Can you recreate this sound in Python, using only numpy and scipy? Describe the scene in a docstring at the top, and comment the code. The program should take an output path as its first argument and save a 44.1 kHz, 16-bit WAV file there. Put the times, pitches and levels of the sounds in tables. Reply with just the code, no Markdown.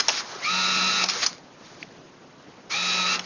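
"""A snap and the crackle of a banknote entering its slot open the scene, indoors and close to a phone.
A geared motor then drives the rollers in two short runs: tooth tones at multiples of the shaft rate over noise.
A second small motor hums as a tone with its fifth harmonic; parts click as noise bursts exciting modes.
The note scrapes as grainy coloured noise. Short sine pips, a decaying echo and a quiet room rumble complete it."""
import sys
import numpy as np
from scipy import signal
from scipy.fft import rfft, irfft, next_fast_len
from scipy.io import wavfile
from scipy.ndimage import uniform_filter1d, map_coordinates

SR = 44100
rng = np.random.default_rng(int(sys.argv[2]) if len(sys.argv) > 2 else 0)


def unload_audio(sound):
    """Save the sound as a 16-bit wav file, at the path given as the first command line argument."""
    columns = np.transpose(np.atleast_2d(sound))
    # keep every value between -1 and 1, then stretch to whole-number steps
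    steps = np.round(np.clip(columns, -1, 1) * 32767)
    wavfile.write(sys.argv[1], SR, steps.astype(np.int16))


def volts_from_decibels(level):
    """Turn decibel levels (scalar or array-like) into linear amplitude factors."""
    exponent = np.asarray(level, float) / 20
    return 10 ** exponent


N = 143325  # samples


def unit(x):
    """Normalisation: scale a signal to rms 1."""
    return x / np.sqrt(np.mean(x ** 2) + 1e-20)


def along(points, hz):
    """Logarithmic frequency scale: interpolate (f/Hz, value) points on it."""
    f, v = np.transpose(points)
    return np.interp(np.log(hz + 1), np.log(f + 1), v)


def curves(rows, rise_s, fall_db_per_s):
    """Envelope: a gate fading in before the first row and decaying after the last, then each column over time."""
    s, *columns = np.transpose(rows)
    t = np.arange(N) / SR
    fade_in = np.clip((t - s[0]) / rise_s + 1, 0, 1) ** 2
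    run_down = volts_from_decibels(-fall_db_per_s * np.clip(t - s[-1], 0, 1))
    return [fade_in * run_down] + [np.interp(t, s, column) for column in columns]


def wobble(rate):
    """Random modulation: straight lines between normal random knots, rate knots a second."""
    knots = rng.standard_normal(int(N * rate / SR) + 4)
    return map_coordinates(knots, [np.arange(N) * rate / SR], order=1)


def filtered(x, response):
    """Linear filtering: multiply the spectrum of x by a function of frequency."""
    m = next_fast_len(x.shape[-1] + 8192)
    spectrum = rfft(x, m) * response(np.fft.rfftfreq(m, 1 / SR))
    return irfft(spectrum, m)[..., :x.shape[-1]]


def resonance(hz, centre_hz, width_hz):
    """Second-order resonance: complex band-pass response, 1 at its centre."""
    damping = 1j * hz * width_hz
    return damping / (centre_hz ** 2 - hz ** 2 + damping)


def rush(spectrum, patchy_db, grains=0):
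    """Coloured noise: filtered white noise of rms 1, with time-frequency patches of random gain."""
    z = signal.stft(rng.standard_normal(N) + grains, nperseg=256)[2]
    patches = uniform_filter1d(rng.standard_normal(z.shape), size=4, axis=0)
    patches = unit(uniform_filter1d(patches, size=8, axis=1))
    x = signal.istft(z * volts_from_decibels(patchy_db * patches), nperseg=256)[1][:N]
    return unit(filtered(x, lambda hz: volts_from_decibels(along(spectrum, hz))))


# spectral density of the room rumble: f/Hz, relative level/dB
RUMBLE_SPECTRUM = [(20, -21), (70, -18.5), (130, -5), (300, -2.5), (500, -6.5), (1050, -11.5),
                   (3500, -20.5), (6800, -23)]


def room_rumble():
    """Stationary background noise: coloured noise with a slowly wavering level."""
    level_db = -48.5 + 1.1 * wobble(5.1)
    return volts_from_decibels(level_db) * rush(RUMBLE_SPECTRUM, patchy_db=1.66)


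# decay time of the room: f/Hz, t60/s
ROOM_DECAY = [(500, 0.43), (6000, 0.12)]


def room_echo(x):
    """Reverberation: convolution with noise whose decay rate depends on frequency."""
    hz, t, z = signal.stft(rng.standard_normal(SR // 2), SR, nperseg=256)
    t60 = along(ROOM_DECAY, hz)[:, None]
    tail = signal.istft(z * volts_from_decibels(-60 * t / t60), SR, nperseg=256)[1]
    delayed = np.pad(x, (200, 0))  # samples
    return signal.fftconvolve(delayed, tail / np.linalg.norm(tail))[:N]


# a soft low knock, a squeak at each motor start, a dry tick between the runs: t/s, peak level/dB, f/Hz, length/s
PIPS = [(0.361, -36, 399, 0.023), (0.448, -29, 4350, 0.026), (1.8286, -21.5, 2300, 0.0021),
        (2.723, -30.5, 4300, 0.025)]


def pips():
    """Tone bursts: sines under a cosine-squared window centred on their time."""
    t = np.arange(N) / SR
    out = np.zeros(N)
    for s, db, hz, length in PIPS:
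        swell = np.cos(np.pi * np.clip((t - s) / length, -.5, .5)) ** 2
        out += volts_from_decibels(db) * swell * np.sin(2 * np.pi * hz * t + 7 * rng.random())
    return out


# second motor, one table a run: t/s, f/Hz, level/dB before a common gain and waver
HUM_RUNS = [
    [(.475, 164.5, -48.5), (.53, 184.9, -43), (1.07, 186, -44.5), (1.145, 189, -55)],
    [(2.745, 158, -46), (2.78, 170, -43.5), (2.825, 181, -45.5), (3.115, 183, -43.5), (3.165, 180.2, -56),
     (3.19, 179.5, -49), (3.25, 177, -53.5)],
]


def second_motor_hum():
    """Frequency modulation: an unsteady low tone with a phase-locked fifth harmonic."""
    out = np.zeros(N)
    for rows in HUM_RUNS:
        gate, hz, db = curves(rows, rise_s=0.0059, fall_db_per_s=900)
        phase = 2 * np.pi * np.cumsum(hz) / SR + 0.26 * wobble(35)
        level = volts_from_decibels(db + 2.0 + 1.9 * wobble(25))
        fifth = volts_from_decibels(-6.5 + 8.3 * wobble(16)) * np.sin(5 * phase)
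        out += gate * level * (np.sin(phase) + fifth)
    return out


# snaps and clicks: t/s, peak level of the burst/dB, main pitch f/Hz, low knock relative level/dB, t60/s
SNAPS = [(.003, -10.5, 5000, -24.5, 0.0165), (.0827, -4, 5600, -20, 0.02), (.089, -12, 3330, -16.5, 0.031),
         (0.0943, -16.5, 5760, -17, 0.008), (0.1008, -17.5, 5360, -17, 0.027),
         (1.0385, -7, 5030, -20, 0.018), (1.087, -15.5, 4930, -30, 0.026),
         (1.0964, -13, 4580, -28.5, 0.029), (1.263, -7.5, 5000, -29, 0.021), (1.83, -29, 3700, -15, 0.0077),
         (3.193, -17.5, 2350, -22, 0.021)]
# modes of the mechanism: f/Hz
SNAP_MODES_HZ = [1200, 1750, 2300, 2860, 3330, 4380, 5107, 5500, 5900, 6500]


def snaps():
    """Modal excitation: a noise burst through modes loudest near its pitch, over a low knock of the housing."""
    pitch_width_hz, broad_db, mode_width_hz = 900, -16, 280
    rise_s, knock_hz, knock_width_hz, knock_t60 = .0018, 720, 200, 0.08
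    out, t = np.zeros(N + SR), np.arange(SR // 8) / SR
    rise = 1 - np.exp(-t / rise_s)
    for s, db, pitch_hz, knock_db, t60 in SNAPS:
        burst_noise, knock_noise = rng.standard_normal((2, len(t)))
        gains = []
        for mode_hz in SNAP_MODES_HZ:
            nearness = abs(resonance(mode_hz, pitch_hz, pitch_width_hz)) + volts_from_decibels(broad_db)
            gains.append(nearness * volts_from_decibels(2 * rng.standard_normal()))

        def modes(hz):
            """Modal superposition: resonances of alternating sign."""
            return sum((-1) ** k * gain * resonance(hz, mode_hz, mode_width_hz)
                       for k, (mode_hz, gain) in enumerate(zip(SNAP_MODES_HZ, gains)))

        burst = filtered(burst_noise * rise * volts_from_decibels(-60 * t / t60), modes)
        knock = unit(filtered(knock_noise, lambda hz: resonance(hz, knock_hz, knock_width_hz)))
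        knock *= volts_from_decibels(knock_db - 60 * t / knock_t60)
        start = max(round((s - rise_s / 2) * SR), 0)
        out[start:][:len(t)] += volts_from_decibels(db) * (burst / np.abs(burst).max() + rise * knock)
    return out[:N]


# the note scraping in the slot, one table a passage: t/s, level/dB, low part relative level/dB
SCRAPES = [
    [(0, -10, -30), (.02, -37, -3), (.077, -33, -18), (.1, -33.5, -5), (.125, -24.5, -24),
     (.204, -26, -8.5), (.226, -39, -2), (.42, -40, 0)],
    [(1.058, -25.5, -19), (1.078, -36, -9), (1.089, -21, -28), (1.14, -27.5, -7.5), (1.215, -26, -14.5),
     (1.232, -15, -16.5), (1.255, -25.5, -14), (1.29, -37.5, -11), (1.4, -56, -18)],
    [(1.58, -64, 8), (1.66, -46, -10), (1.77, -53.5, -1), (1.826, -45.5, -15)],
    [(3.17, -47.5, 15), (3.25, -39, -14)],
]
# spectral density of the paper friction: f/Hz, relative level/dB
PAPER_SPECTRUM = [(700, -36.5), (1200, -6), (1700, -10.5), (2200, -7.5), (3000, -11), (4300, -5.5),
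                  (5400, -5.5), (6800, -8.5)]
# spectral density of the sound stirred in the housing: f/Hz, relative level/dB
HOUSING_SPECTRUM = [(90, -44.5), (200, -16), (510, -5.5), (1180, -5), (1800, -6.5), (2600, -19)]


def note_scrape():
    """Friction noise: random impulses within coloured noise, and the lower sound they stir in the housing."""
    grains_per_s, spread_db, grain_db = 900, 3, -7
    hits = rng.random(N) < grains_per_s / SR
    grains = hits * rng.standard_normal(N) * volts_from_decibels(spread_db * rng.exponential(1, N))
    paper = rush(PAPER_SPECTRUM, patchy_db=1.5, grains=volts_from_decibels(grain_db) * unit(grains))
    housing = rush(HOUSING_SPECTRUM, patchy_db=3.5)
    out = np.zeros(N)
    for rows in SCRAPES:
        gate, db, low_db = curves(rows, rise_s=0.0045, fall_db_per_s=800)
        out += gate * volts_from_decibels(db) * (paper + volts_from_decibels(low_db) * housing)
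    return out


# geared motor, one table a run: t/s, shaft f/Hz, gear noise level/dB,
# then group level/dB of the first, second, and third and higher tooth harmonics
GEAR_RUNS = [
    [(.428, 84, -33, -43, -36, -48), (.46, 97.95, -27.5, -33, -31.5, -43),
     (.483, 104.4, -30.5, -25.5, -32, -37), (.512, 108.2, -26, -31.5, -32, -33),
     (.66, 109.45, -24.5, -27.5, -30, -31), (.87, 108.55, -24, -30.5, -28.5, -31.5),
     (.98, 109.55, -24, -29, -31.5, -30.5), (1.04, 109.5, -23, -30, -26, -34)],
    [(2.71, 89.5, -28, -52, -38.5, -44), (2.742, 98.6, -26, -46, -34, -30),
     (2.776, 105.7, -27, -41, -30, -30.5), (2.924, 106.6, -24.5, -35, -31, -30),
     (2.955, 107.3, -24.5, -38, -29.5, -31), (3.048, 106.2, -26.5, -32, -31.5, -31),
     (3.11, 109.8, -23, -26.5, -26, -29), (3.158, 110.4, -22.5, -30, -30.5, -36)],
]
# 12-tooth pinion: multiples of the shaft rate around each tooth harmonic; the fractions come from a middle gear
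SHAFT_MULTIPLES = [
    [5.48, 7.2, 11, 12, 13],
    [21, 23, 24, 25],
    [33, 35, 36, 37, 40, 47],
]
# relative level/dB of each multiple, by run and tooth harmonic group
MULTIPLE_DB = [
    [[-19, -14, -8.5, 0, -8], [-13, -2.5, -5, -1], [-2, -1, 0.5, 0, 0, 1]],
    [[-14.5, -15.5, -9.5, -3, -10], [-21, -7, -1.5, -2], [-5, -5, -1.5, -2, -7, -6]],
]
# phase step/rad per multiple, by group: near 0 the tone throbs once a turn, near pi / 2 it warbles
SIDE_PHASE_STEP = [.4, 1.5, 1.5]
# how the housing radiates a tone: f/Hz, gain level/dB
HOUSING_GAIN = [(1140, -12), (1200, 0), (2230, 0), (2350, 9), (2480, -2), (3720, -9), (3820, 0), (4030, -1),
                (4085, -10)]
# spectral density of the gear noise: f/Hz, relative level/dB
GEAR_SPECTRUM = [(80, -35), (200, -16.5), (700, -13.5), (1050, -13), (1300, -3), (1520, -15), (1800, -6.5),
                 (2030, -11), (2400, -6), (3150, -12), (3900, -7), (5200, -7), (6800, -11.5)]


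def geared_motor():
    """Gear meshing: tooth harmonics with sidebands at multiples of the shaft rate, over gear noise."""
    waver_db, jitter_rad = 1.3, .15
    out = np.zeros(N)
    for rows, run_levels in zip(GEAR_RUNS, MULTIPLE_DB):
        gate, shaft_hz, noise_db, *group_dbs = curves(rows, rise_s=0.02, fall_db_per_s=894)
        turn = 2 * np.pi * np.cumsum(shaft_hz) / SR
        run = volts_from_decibels(noise_db) * rush(GEAR_SPECTRUM, patchy_db=.8)
        groups = zip(SHAFT_MULTIPLES, run_levels, group_dbs, SIDE_PHASE_STEP)
        for harmonic, (multiples, levels, group_db, step) in enumerate(groups, 1):
            start = 7 * rng.random()
            for k, db in zip(multiples, levels):
                side_phase = step * abs(k - 12 * harmonic)
                phase = k * turn + start + side_phase + jitter_rad * wobble(45)
                radiated_db = db + group_db + along(HOUSING_GAIN, k * shaft_hz)
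                run += volts_from_decibels(radiated_db + waver_db * wobble(18)) * np.sin(phase)
        out += gate * run
    return out


def scene():
    """Superposition: machine, its echo, the room's rumble and the pips at one microphone."""
    machine = geared_motor() + second_motor_hum() + note_scrape() + snaps()
    echo = volts_from_decibels(-13) * room_echo(machine)
    mono = machine + echo + room_rumble() + pips()
    return np.array([mono, mono])


def band_limit(x):
    """A steep low-pass at the top of the band."""
    return signal.sosfilt(signal.butter(12, 11150, fs=SR, output="sos"), x)


# phone band limit: f/Hz, gain level/dB
BAND_LIMIT = [(6750, 1), (7100, -21), (7600, -39), (7680, -96)]
# mirror band: f/Hz, gain level/dB
MIRROR_BAND = [(8780, -95.5), (8900, -39), (9250, -17.5), (9900, -35), (11000, -60.5)]
# side over mid: f/Hz, level/dB
SIDE_OVER_MID = [(1300, -71), (1900, -20.5), (2500, -12.5), (3400, -19), (7000, -43.5), (8500, -13.5)]


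def record(dry):
    """Sampling images: a low-rate phone's band limit and faint mirror band; channels slightly apart near 2 kHz."""
    phone_rate_hz = 16000
    x = filtered(dry[0], lambda hz: hz < phone_rate_hz / 2)
    mirror = 2 * x * np.cos(2 * np.pi * phone_rate_hz * np.arange(N) / SR)
    mid = filtered(x, lambda hz: volts_from_decibels(along(BAND_LIMIT, hz)))
    mid += filtered(mirror, lambda hz: volts_from_decibels(along(MIRROR_BAND, hz)))
    # random phases make the side signal incoherent with the mid
    z = signal.stft(mid, nperseg=512)[2]
    side = signal.istft(z * np.exp(2j * np.pi * rng.random(z.shape)), nperseg=512)[1][:N]
    side = filtered(side, lambda hz: volts_from_decibels(along(SIDE_OVER_MID, hz)))
    return band_limit(np.array([mid + side, mid - side]))


dry = scene()
out = record(dry)
unload_audio(out)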